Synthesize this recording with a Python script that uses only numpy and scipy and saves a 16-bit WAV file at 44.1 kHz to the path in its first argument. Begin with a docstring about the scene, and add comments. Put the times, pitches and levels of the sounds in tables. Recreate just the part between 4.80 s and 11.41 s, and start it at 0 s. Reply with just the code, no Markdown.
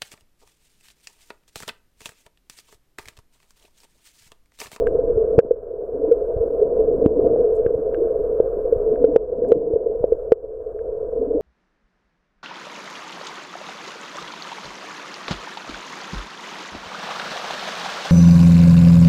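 """Shallow sea water, heard from inside a camera's waterproof case carried along over the sand.
Turbulence rumbles, fizzes and sloshes, and drives the case into a resonant hum near 460 Hz.
Shrimp snap, electronics whine faintly, the camera's mechanism ticks, bubbles glug and bumps thud.
Loudest are the knocks of water on the case, each a damped resonance. The hardest overload
the recorder, whose gain control ducks and slowly recovers."""
import sys
import numpy as np
from scipy import signal
from scipy.fft import rfft, irfft, next_fast_len
from scipy.io import wavfile
from scipy.ndimage import map_coordinates

SR = 44100
rng = np.random.default_rng(int(sys.argv[2]) if len(sys.argv) > 2 else 0)


def to_wav(sig):
    """Store sig (one row per channel, or 1-D mono) as 16-bit WAV at the path in sys.argv[1].

    Samples outside -1..1 are clipped; the rate is SR.
    """
    pcm = np.clip(np.atleast_2d(sig), -1, 1) * 32767
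    pcm = np.round(pcm).astype(np.int16)
    wavfile.write(sys.argv[1], SR, pcm.T)  # frames by channels


N = 291501
TIME = np.arange(N) / SR


def amp(db):
    """Amplitude ratio of a level in decibels."""
    return 10 ** (np.asarray(db) / 20)


def add(track, start_s, sound):
    """Superposition: a sound sums into the track."""
    part = track[max(0, round(start_s * SR)):][:len(sound)]
    part += sound[:len(part)]


def curve(rows):
    """Linear interpolation of (time [s], value) points."""
    return np.interp(TIME, *np.transpose(rows))


def wobble(rate):
    """Random modulation: a spline through rate points a second."""
    return map_coordinates(rng.standard_normal(int(N * rate / SR) + 4), [TIME * rate])


def filtered(x, response):
    """Linear filtering: the spectrum times a frequency response."""
    size = next_fast_len(x.shape[-1] + 8192)
    spectrum = rfft(x, size) * response(np.fft.rfftfreq(size, 1 / SR))
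    return irfft(spectrum, size)[..., :x.shape[-1]]


def coloured(x, spectrum):
    """Spectral shaping by (frequency [Hz], level [dB]) points, at rms 1."""
    freqs, db = np.transpose(spectrum)
    shaped = filtered(x, lambda hz: amp(np.interp(np.log(hz + 1), np.log(freqs), db)))
    return shaped / np.sqrt(np.mean(shaped ** 2) + 1e-20)


def churn(spectrum, lumps_db, rate):
    """Intermittency: noise arrives in lumps, rate a second, and the case colours it."""
    return coloured(rng.standard_normal(N) * amp(lumps_db * wobble(rate)), spectrum)


def rings(rows, octaves_per_s=0):
    """Damped resonance: each row is a tone that swells over its rise time and dies away."""
    out = np.zeros(N)
    for start, db, hz, rise in rows:
        t = np.arange(int(10 * rise * SR)) / SR
        phase = 2 * np.pi * np.cumsum(hz * 2 ** (octaves_per_s * t)) / SR
        envelope = (t / rise * np.exp(1 - t / rise)) ** 2
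        add(out, start, amp(db) * envelope * np.sin(phase))
    return out


# spells of whine: (start [s], end [s], level [dB])
WHINE_SPELLS = [(0, .07, -83), (.6, 3.15, -79.5), (3.145, 4.158, -76.5), (4.647, 5.992, -86)]


def whine():
    """Amplitude modulation: the camera's electronics give a faint, wavering pure tone."""
    level = sum(amp(db) * ((TIME >= start) & (TIME < end)) for start, end, db in WHINE_SPELLS)
    return level * amp(.9 * wobble(7)) * np.sin(2 * np.pi * 12408 * TIME)


# spectrum of a snap: (frequency [Hz], level [dB])
SNAP_SPECTRUM = [(1500, -25), (4000, -15.5), (6000, -9.5), (7700, -1), (9500, -7.5), (15000, -17.5)]
# near snaps, probably shrimp: (time [s], level [dB])
NEAR_SNAPS = [(0.0702, -50.5), (2.3926, -66.5), (2.454, -59.5), (2.7536, -54), (2.7639, -53),
              (3.926, -50.5), (4.6862, -50)]


def shrimp(t60_s=0.042):
    """Broadband impulses: near snaps stand out, while many far ones merge into a crackle."""
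    near, t = np.zeros(N), np.arange(SR // 50) / SR
    for start, db in NEAR_SNAPS:
        snap = coloured(rng.standard_normal(len(t)) * amp(-60 * t / t60_s), SNAP_SPECTRUM)
        add(near, start, amp(db) * snap / np.abs(snap).max())
    far = amp(-86.5) * churn(SNAP_SPECTRUM, lumps_db=2.5, rate=220)
    return near + far


# spectra of fizz and rumble: (frequency [Hz], level [dB])
FIZZ_SPECTRUM = [(500, -19), (950, 7), (1150, 8.5), (1600, 1.5), (1800, -15), (2100, -16.5), (3500, -32),
                 (6000, -35.5), (15000, -33.5)]
RUMBLE_SPECTRUM = [(8, -1), (22, 2.5), (50, -0.5), (90, -11), (160, -21), (500, -73)]
# their envelopes: (time [s], level [dB])
FIZZ_ENVELOPE = [(0.0, -58.5), (0.6, -56), (1.0, -60.5), (3.9, -56), (5.4, -66), (5.6, -63), (6.6, -63)]
RUMBLE_ENVELOPE = [(0.0, -29.5), (1.4, -41.5), (1.6, -32), (1.7, -38.5), (2.3, -32.5), (2.7, -39.5),
                   (3.9, -35.5), (5.1, -39.5), (6.6, -38)]


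def turbulence():
    """Turbulent pressure fluctuations make a deep rumble and a dull fizz."""
    rumble = amp(curve(RUMBLE_ENVELOPE)) * churn(RUMBLE_SPECTRUM, lumps_db=-1.0, rate=10)
    fizz = amp(curve(FIZZ_ENVELOPE)) * churn(FIZZ_SPECTRUM, lumps_db=2.1, rate=49)
    return rumble + fizz


def slaps(count=26, rise_s=.006):
    """Random excitation: small slaps of water ring the case near its resonance."""
    times = (np.arange(count) + rng.random(count)) * TIME[-1] / count
    size, detune = rng.standard_normal((count, 2)).T
    over_hum_db = 4 + 1.5 * size
    pitches_hz = 452 * np.exp(.07 * detune)
    return rings((*row, rise_s) for row in zip(times, over_hum_db, pitches_hz))


# water speed relative to its usual value: (time [s], level [dB])
FLOW_SPEED = [(0.0, 3.9), (0.5, 1.2), (0.6, 6), (0.8, -4), (1.3, 2.7), (1.4, -1.5), (2.5, 8.5), (2.7, 0.5),
              (3.6, 0), (3.7, -2), (4.3, 4), (4.5, -0.8), (4.7, 8.5), (5.1, -1.5), (5.4, -8), (5.6, -7),
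              (6.1, -7.5), (6.6, 2)]
# spectra of slosh and case resonance: (frequency [Hz], level [dB])
SLOSH_SPECTRUM = [(40, -22.5), (100, -7.5), (165, -4), (235, -4.5), (290, 4), (370, -0.5), (600, -36.5),
                  (1200, -71.5)]
CASE_SPECTRUM = [(250, -35.5), (350, -14.5), (400, -9), (435, 3.5), (462, 2.5), (505, 0), (550, -10.5),
                 (600, -15.5), (655, -12), (760, -29.5), (850, -38.5), (970, -33.5), (1150, -51),
                 (2000, -90)]


def flow_noise():
    """Forced vibration: the case's hum grows as a power of flow speed, the slosh more steeply."""
    flow_db = curve(FLOW_SPEED)
    resonance = churn(CASE_SPECTRUM, lumps_db=1.5, rate=60) + slaps()
    hum = amp(-21.5 + 0.74 * flow_db) * resonance
    slosh = amp(-42 + 1.8 * flow_db) * churn(SLOSH_SPECTRUM, lumps_db=3.0, rate=35)
    return hum + slosh


# modes that a tick excites: (frequency [Hz], level [dB], 60 dB decay time [s])
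TICK_MODES = [(1382, 2, 0.012), (1575, 6.5, 0.018), (1980, -14.5, 0.019), (2780, -12, 0.015)]
# ticks of the camera's mechanism switching on and off: (time [s], level [dB])
MECHANISM_TICKS = [(0.0703, -21), (.601, -21), (2.8639, -29), (3.145, -29), (4.158, -39), (4.6458, -41),
                   (5.991, -40)]


def ticks(spread_db=2, rise_s=0.00024):
    """Free vibration: the camera's mechanism ticks, exciting modes at slightly varying strengths."""
    out, t = np.zeros(N), np.arange(SR // 20) / SR
    hz, mode_db, t60 = np.transpose(TICK_MODES)[:, :, None]
    onset = (1 - np.exp(-t / rise_s)) ** 2
    for start, db in MECHANISM_TICKS:
        envelopes = amp(mode_db + spread_db * rng.standard_normal(hz.shape) - 60 * t / t60)
        tick = onset * np.sum(envelopes * np.sin(2 * np.pi * hz * t), axis=0)
        add(out, start, amp(db) * tick / np.abs(tick).max())
    return out


# the large bubble ending each run of small ones: (time [s], level [dB], frequency [Hz], run length [s])
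GURGLES = [(1.272, -20.5, 312, .15), (2.237, -18.5, 299, 0.095), (2.462, -20, 300, 0.13),
           (3.247, -21.5, 358, 0.092), (4.279, -18, 293, .2), (4.899, -19.5, 325, 0.36),
           (6.544, -16, 302, 0.16)]


def bubbles(gap_s=.04, rise_s=0.011, small_db=-27.5, run_octaves_per_s=1.5):
    """Bubble resonance: each sounds higher than the last and glides up as it nears the surface."""
    rows = []
    for end, db, hz, run_s in GURGLES:
        jitter, sizes = rng.standard_normal((2, 10))
        leads_s = gap_s * (np.arange(1, 11) + .2 * jitter)
        rows.append((end, db, hz, rise_s))
        for lead, size in zip(leads_s, sizes):
            if lead < run_s:
                small_hz = hz * 2 ** (-run_octaves_per_s * lead)
                rows.append((end - lead, small_db + 3 * size, small_hz, rise_s))
    return rings(rows, octaves_per_s=0.97)


# soft bumps: (time [s], level [dB], frequency [Hz])
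CASE_BUMPS = [(0.364, -18.5, 79.5), (0.579, -8, 117.8), (1.563, -17, 65.3), (1.604, -18, 45),
              (2.259, -12, 105), (2.421, -22.5, 55), (2.86, -19.5, 98.5), (2.953, -25, 90),
              (3.962, -21, 80), (4.936, -16.5, 75), (5.206, -22.5, 85)]


def thuds(rise_s=.0041):
    """Heavy damping: a bump pushes the whole case, and the water cushions it to a thud."""
    return rings((*row, rise_s) for row in CASE_BUMPS)


# blows of water on the case: (time [s], level [dB], frequency [Hz], rise time [s])
WATER_KNOCKS = [(0.58, -1, 440, 0.0035), (0.589, 10.5, 475, 0.0041), (0.649, -13.5, 330, 0.0016),
                (0.708, 6, 473, .0046), (1.31, -3.5, 471, 0.0078), (1.812, -8.5, 428.5, .012),
                (2.141, -8.5, 427.4, .0068), (2.261, 3.5, 303, .0017), (2.391, -4, 426, .0037),
                (2.56, -13.5, 577, .0025), (2.591, -5, 467, 0.008), (2.861, -7, 450.4, .0033),
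                (3.217, -8.5, 430, 0.006), (3.6, 0.5, 462, .0035), (3.923, -5, 469, .0058),
                (4.241, 0, 469.4, .004), (4.36, 6, 468, .0041), (4.718, 6, 462.5, 0.0051),
                (4.81, -10.5, 470, 0.011), (4.906, -10, 422, 0.0097), (4.934, -5.5, 484, 0.0042),
                (4.958, -3.5, 464, .0046), (5.06, -8.5, 455, 0.0058), (5.24, -2, 490.5, 0.0026),
                (5.32, -4, 462, 0.0049), (5.519, 8, 463.3, .0048)]


def knocks():
    """Impact excitation: each blow rings the case, and the water damps it to a dull knock."""
    return rings(WATER_KNOCKS)


def scene():
    """Superposition: all sources sum at the microphone inside the case."""
    water = flow_noise() + turbulence()
    return (water + whine() + shrimp() + ticks() + bubbles() + thuds() + knocks())[None]


def gain_control(x, limit_db, release_db_per_s, attack_s):
    """Dynamic compression: peaks over the limit pull the gain down fast; it recovers slowly."""
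    excess_db = np.maximum(20 * np.log10(np.abs(x) + 1e-9) - limit_db, 0)
    recovery_db = release_db_per_s * TIME
    held_db = np.maximum.accumulate(excess_db + recovery_db, axis=-1) - recovery_db
    pole = np.exp(-1 / (attack_s * SR))
    return x * amp(-signal.lfilter([1 - pole], [1, -pole], held_db))


def overload(x, knee, squash):
    """Symmetric distortion: squashing above the knee and clipping at full scale add odd harmonics."""
    excess = x - np.clip(x, -knee, knee)
    return np.clip(x - squash * excess, -1, 1)


def record(dry):
    """Limited dynamic range and bandwidth: gain control, overload, then a low-pass cutoff."""
    ducked = gain_control(dry, limit_db=-1.05, release_db_per_s=15.5, attack_s=.00036)
    distorted = overload(ducked, knee=.52, squash=0.091)
    return filtered(distorted, lambda hz: hz < 15850)


dry = scene()
out = record(dry)
to_wav(out)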